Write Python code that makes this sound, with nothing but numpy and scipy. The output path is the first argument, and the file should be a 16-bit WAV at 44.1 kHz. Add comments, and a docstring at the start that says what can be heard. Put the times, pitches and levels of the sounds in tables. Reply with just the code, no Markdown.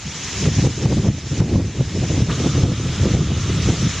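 """Strong wind in palms and trees, heard from a covered porch.
From the start, leaves and fronds patter and hiss, rising in the first of several slow swells.
By half a second, eddies buffet the microphone with a lumpy rumble that lasts to the end;
the hardest thumps make the limiter duck everything. At 2.3 s one brief swish passes close by,
and near the end the foliage swells again."""
import sys
import numpy as np
from scipy import signal
from scipy.fft import rfft, irfft
from scipy.io import wavfile
from scipy.ndimage import uniform_filter1d

SR = 44100
rng = np.random.default_rng(int(sys.argv[2]) if len(sys.argv) > 2 else 0)


def bounce(signal):
    """Save signal as a 16-bit WAV file at the path given by the first command-line argument."""
    frames = np.transpose(np.atleast_2d(signal))
    limited = np.clip(frames, -1, 1)
    pcm = np.round(limited * 32767).astype(np.int16)
    wavfile.write(sys.argv[1], SR, pcm)


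N = 176400
TIME = np.arange(N) / SR

# Gusts on the microphone, as fader moves: time_s, rumble_db, flutter_db
GUSTS = [(0.0, -44.3, -51), (0.075, -23.5, -46), (0.125, -38, -49.7), (0.175, -32.3, -47),
         (0.224, -39, -43), (0.249, -30.4, -48), (0.329, -34.6, -40), (0.369, -26, -38), (0.484, -15, -21),
         (0.514, -16.8, -32), (0.554, -21.5, -33), (0.589, -8, -18), (0.604, -18, -28.3), (0.659, -10, -17),
         (0.748, -27.5, -41.9), (0.798, -19.3, -26), (0.813, -22.5, -27.5), (0.868, -14, -22),
         (0.893, -21, -31), (0.923, -10.5, -16.5), (0.953, -18.5, -30.5), (0.983, -12, -21.2),
         (1.018, -19, -36), (1.048, -19, -22), (1.102, -11, -26), (1.127, -23, -38), (1.147, -16, -30),
         (1.167, -27, -39), (1.182, -21, -28), (1.217, -33, -47), (1.232, -25, -38), (1.272, -22, -35),
         (1.297, -31, -50), (1.317, -12.5, -26.9), (1.352, -24, -31.5), (1.377, -26, -25.9),
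         (1.402, -11, -27), (1.422, -9, -15.5), (1.447, -13.5, -23.5), (1.507, -20.5, -20),
         (1.532, -9.5, -18), (1.591, -8.5, -20), (1.606, -13.2, -17.7), (1.636, -16.4, -31),
         (1.656, -12.5, -26.5), (1.726, -27.7, -37.5), (1.756, -27.5, -30.7), (1.811, -10, -22),
         (1.846, -27.5, -40.4), (1.876, -18, -35), (1.906, -30.5, -35), (1.941, -20.3, -33.9),
         (1.971, -22, -23), (1.99, -18.5, -37.5), (2.04, -19, -21), (2.08, -23.5, -38), (2.11, -17.3, -22),
         (2.125, -13.3, -29.8), (2.155, -20.3, -24), (2.235, -12.2, -24.5), (2.26, -22, -34),
         (2.295, -16, -22.1), (2.37, -22, -33.9), (2.405, -19, -22), (2.434, -19.6, -25.5),
         (2.469, -17, -16.5), (2.494, -17, -33), (2.529, -23, -36.0), (2.569, -13.5, -22.5),
         (2.624, -17.2, -28.5), (2.639, -12.5, -16.5), (2.669, -14.0, -25), (2.714, -13.0, -20.5),
         (2.764, -22.5, -37.5), (2.804, -15, -25.5), (2.829, -23, -32.5), (2.859, -15.5, -28.7),
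         (2.978, -24.7, -35.8), (3.018, -11.5, -30.9), (3.063, -18, -18.5), (3.123, -15.5, -29.2),
         (3.153, -12, -20.1), (3.188, -17, -25.0), (3.213, -8, -21), (3.233, -20, -27.5), (3.283, -16, -34),
         (3.307, -14.5, -23), (3.347, -20, -34), (3.372, -16, -25.5), (3.422, -22.5, -43),
         (3.452, -17.5, -30), (3.472, -23, -36), (3.492, -18.5, -26), (3.537, -19, -33.5),
         (3.592, -17, -29), (3.642, -19.5, -37.1), (3.662, -15.5, -25), (3.702, -12.5, -18.5),
         (3.766, -25, -35), (3.851, -13, -29), (3.896, -20.7, -34), (3.921, -33, -45), (3.966, -24.5, -37),
         (3.996, -25, -44.5)]
# Eddies that hit squarely, ahead of the low cut and limiter: time_s, peak_db, rasp_db
DIRECT_HITS = [(.478, -0.5, -29), (.655, -4, -40), (.86, 0, -24), (.926, -9, -28), (1.09, 1.1, -34),
               (1.408, 3, -20), (1.56, 1.7, -30), (1.81, -1.5, -34), (2.224, -0.5, -40), (2.639, 2.4, -38),
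               (3.15, -3, -42), (3.21, -3, -40), (3.705, -4, -40)]
# Boom of the large eddies: freq_hz, gain_db
RUMBLE_EQ = [(10, -26), (30, -24), (45, -15.5), (60, -3.5), (80, 2.5), (140, 1.5), (200, -5), (270, -17.5),
             (400, -34), (800, -56), (2000, -100)]
# Slow pressure swings under the rumble: freq_hz, gain_db
SUB_EQ = [(8, -22), (25, -11), (40, -7.5), (58, 0), (75, -3.5), (110, -22), (300, -68)]
# Low-mid flap of the small eddies: freq_hz, gain_db
FLUTTER_EQ = [(100, -23.5), (190, -8), (260, 1), (350, -3), (500, -10.5), (700, -18.5), (1000, -33.5),
              (1500, -48), (3000, -65), (8000, -100)]
# Midrange rasp of the smallest eddies: freq_hz, gain_db
SPUTTER_EQ = [(250, -22), (450, -1), (650, -0.5), (1000, -4), (1400, -12.5), (2200, -24), (6000, -69)]
# Rising sweep of the swish: time_s, pitch_hz, level_db
SWISH_SWEEP = [(2.288, 990, -52), (2.298, 1200, -29), (2.308, 1450, -29), (2.316, 3300, -27),
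               (2.326, 3400, -31.5), (2.35, 3400, -40)]
# Swells of the foliage, as fader moves: time_s, rustle_db, hiss_db
FOLIAGE_SWELLS = [(0, -39, -38.5), (.17, -34.5, -35), (.31, -32, -30.5), (.48, -31, -30.5),
                  (.66, -32, -32.5), (.78, -34.4, -35), (.94, -35, -34.5), (1.05, -39, -40),
                  (1.12, -36.5, -38), (1.25, -36, -37), (1.4, -35.5, -35), (1.57, -35, -35.8),
                  (1.66, -36.5, -38.5), (1.95, -37, -38), (2.4, -33, -33.5), (2.5, -35.5, -35),
                  (2.8, -34.5, -35), (3.13, -33.5, -34.5), (3.38, -35.3, -37), (3.68, -32.6, -32.3),
                  (4, -32.5, -32.5)]
# Broad rustle of the trees: freq_hz, gain_db
RUSTLE_EQ = [(40, -11), (150, -10), (350, 0), (600, -4), (1000, -2), (1350, -4), (1900, 1), (3000, 1),
             (3900, -0.5), (4500, -9.5), (5500, -19.5), (8000, -40), (13000, -74)]
# Bright hiss of the palm fronds: freq_hz, gain_db
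HISS_EQ = [(2500, -38), (4000, -5), (4500, -5), (5000, -2), (5900, 0.5), (6800, 0.5), (7450, -7),
           (7750, -13.5), (8200, -16), (8500, -20.5), (10000, -26.5), (11500, -35.5), (13000, -37)]
# Stereo image of the foliage (1 is mono, 0 is wide): freq_hz, likeness_ratio
STEREO_LIKENESS = [(4000, 1), (4150, 1), (5000, 0.47), (6000, 0.4), (7500, 0.45), (9000, 0.3), (13000, 0.6)]


def microphone_wind(thump_s=0.002, rasp_s=0.003, low_cut_hz=52):
    """Large eddies rumble, small ones flutter and sputter; a direct hit lands one rasping thump."""
    rumble_db, flutter_db = curve(GUSTS, column=1), curve(GUSTS, column=2)
    rumble = turbulence(RUMBLE_EQ, lumps_db=2.3, lump_s=0.0036, steady_s=0.01) * amp(rumble_db)
    rasp_gain = amp(-33.5 + 1.6 * (flutter_db + 18.5))  # sputter grows faster than flutter
    for hit_s, peak_db, rasp_db in DIRECT_HITS:
        near = np.abs(TIME - hit_s) < 10 * thump_s
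        t = TIME[near] - hit_s
        u = t / thump_s
        thump = amp(peak_db) * (1 - u ** 2) * np.exp(-u ** 2 / 2)
        dip = 1 - np.exp(-(u / 2) ** 2 / 2)  # the hit displaces the rumble
        rumble[near] = rumble[near] * dip + thump
        rasp_gain[near] = np.hypot(rasp_gain[near], amp(rasp_db) * np.exp(-(t / rasp_s) ** 2 / 2))
    low_cut = signal.butter(2, low_cut_hz, "highpass", fs=SR, output="sos")
    rumble = signal.sosfiltfilt(low_cut, rumble)
    sub = equalise(rng.standard_normal(N), SUB_EQ) * amp(smooth(rumble_db, 0.025 * SR) - 15.5)
    flutter = turbulence(FLUTTER_EQ, lumps_db=3.8, lump_s=0.003, steady_s=0.013) * amp(flutter_db + 1)
    sputter = turbulence(SPUTTER_EQ, lumps_db=3, lump_s=0.0015, steady_s=0.012) * rasp_gain
    return sub + rumble + flutter + sputter


def turbulence(eq, lumps_db, lump_s, steady_s):
    """Pressure of passing eddies: lumpy from moment to moment, even in strength over steady_s."""
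    lumps = amp(lumps_db * unit(smooth(rng.standard_normal(N), lump_s * SR)))
    pressure = equalise(rng.standard_normal(N) * lumps, eq)
    return pressure / np.sqrt(np.abs(smooth(pressure ** 2, steady_s * SR)) + 1e-6)


def swish():
    """A short brush close by: a rising band of noise over a ring of steady pitch."""
    sweep = resonate(rng.standard_normal(N), hz=curve(SWISH_SWEEP, column=1), width_hz=1400)
    ring = resonate(rng.standard_normal(N), hz=1280, width_hz=360)
    return (sweep + ring) * amp(curve(SWISH_SWEEP, column=2))


def foliage():
    """Rustle of the trees and hiss of the palm fronds, swelling with the wind."""
    rustle = leaves(RUSTLE_EQ, patch_db=0.94) * amp(curve(FOLIAGE_SWELLS, column=1) + 0.37)
    hiss = leaves(HISS_EQ, patch_db=2) * amp(curve(FOLIAGE_SWELLS, column=2))
    return rustle + hiss


def leaves(eq, patch_db, patch_s=0.02, patch_hz=350, flicker_db=0.36, flicker_s=0.025):
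    """A wash of rubbing leaves plus tiny taps, in drifting patches, wide in the treble."""
    taps = leaflet_taps()
    wash = rng.standard_normal((2, N)) + amp(-9.5) * taps
    hz, t, (mid, side) = signal.stft(wash, SR, nperseg=512, noverlap=384)
    drift = smooth(rng.standard_normal(mid.shape), patch_s / t[1] / 2)
    patches = unit(smooth(drift, patch_hz / hz[1] / 2, axis=0))
    flicker = unit(smooth(rng.standard_normal(len(t)), flicker_s / t[1] / 2))
    likeness = at_hz(STEREO_LIKENESS, hz)[:, None]
    side = side * np.sqrt((1 - likeness) / (1 + likeness))
    bands = np.array([mid + side, mid - side]) * amp(patch_db * patches + flicker_db * flicker)
    stereo = equalise(signal.istft(bands, SR, nperseg=512, noverlap=384)[1][:, :N], eq)
    return stereo / np.std(stereo.mean(0))


def leaflet_taps(taps_per_s=700, spread_db=3, decay_s=0.00075):
    """Leaflets knock together: tiny bursts of noise, scattered independently in two streams, one for the centre
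    of the image and one for its width."""
    strength = amp(spread_db * np.minimum(rng.exponential(1, (2, N)), 5))
    strikes = strength * (rng.random((2, N)) < taps_per_s / SR)
    energy = signal.lfilter([1], [1, -np.exp(-2 / (decay_s * SR))], strikes ** 2)
    return unit(np.sqrt(energy) * rng.standard_normal((2, N)))


def amp(db):
    """Decibels to gain."""
    return 10 ** (np.asarray(db) / 20)


def unit(x):
    """Scales to rms 1."""
    return x / np.sqrt(np.mean(x ** 2) + 1e-20)


def curve(table, column):
    """One column of a time table at every sample."""
    rows = np.array(table)
    return np.interp(TIME, rows[:, 0], rows[:, column])


def at_hz(table, hz):
    """Reads a table on a log-frequency axis."""
    freq_hz, value = np.transpose(table)
    return np.interp(np.log(hz + 1), np.log(freq_hz + 1), value)


def equalise(x, eq):
    """Shapes the tone with an EQ curve, to rms 1."""
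    return unit(irfft(rfft(x) * amp(at_hz(eq, np.fft.rfftfreq(N, 1 / SR))), N))


def smooth(x, sigma, axis=-1):
    """Gaussian smoothing over sigma steps."""
    n = x.shape[axis]
    bell = np.exp(-2 * (np.pi * sigma * np.fft.rfftfreq(n)) ** 2)
    return np.moveaxis(irfft(rfft(np.moveaxis(x, axis, -1)) * bell, n), -1, axis)


def resonate(x, hz, width_hz):
    """A steep resonance whose pitch may glide, to rms 1."""
    carrier = np.exp(2j * np.pi * np.cumsum(hz * np.ones(N)) / SR)
    pole = np.exp(-np.pi * width_hz / SR)
    return unit((carrier * signal.lfilter([1], [1, -2 * pole, pole * pole], x / carrier)).real)


def scene():
    """Foliage all round; the swish and the wind on the microphone in the centre."""
    return foliage() + swish() + microphone_wind()


def record(dry, threshold_db=-5, recovery_db_per_s=15.5, high_cut_hz=13000):
    """A limiter that ducks at once and recovers slowly, then a steep high cut."""
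    over_db = np.maximum(20 * np.log10(np.abs(dry).max(0) + 1e-9) - threshold_db, 0)
    recovery_db = TIME * recovery_db_per_s
    held_db = np.maximum.accumulate(over_db + recovery_db) - recovery_db
    duck_db = uniform_filter1d(held_db, size=90)  # 2 ms attack
    high_cut = signal.firwin(511, high_cut_hz, window=("kaiser", 9), fs=SR)
    return signal.oaconvolve(dry * amp(-duck_db), high_cut[None], "same", axes=1)


dry = scene()
out = record(dry)
bounce(out)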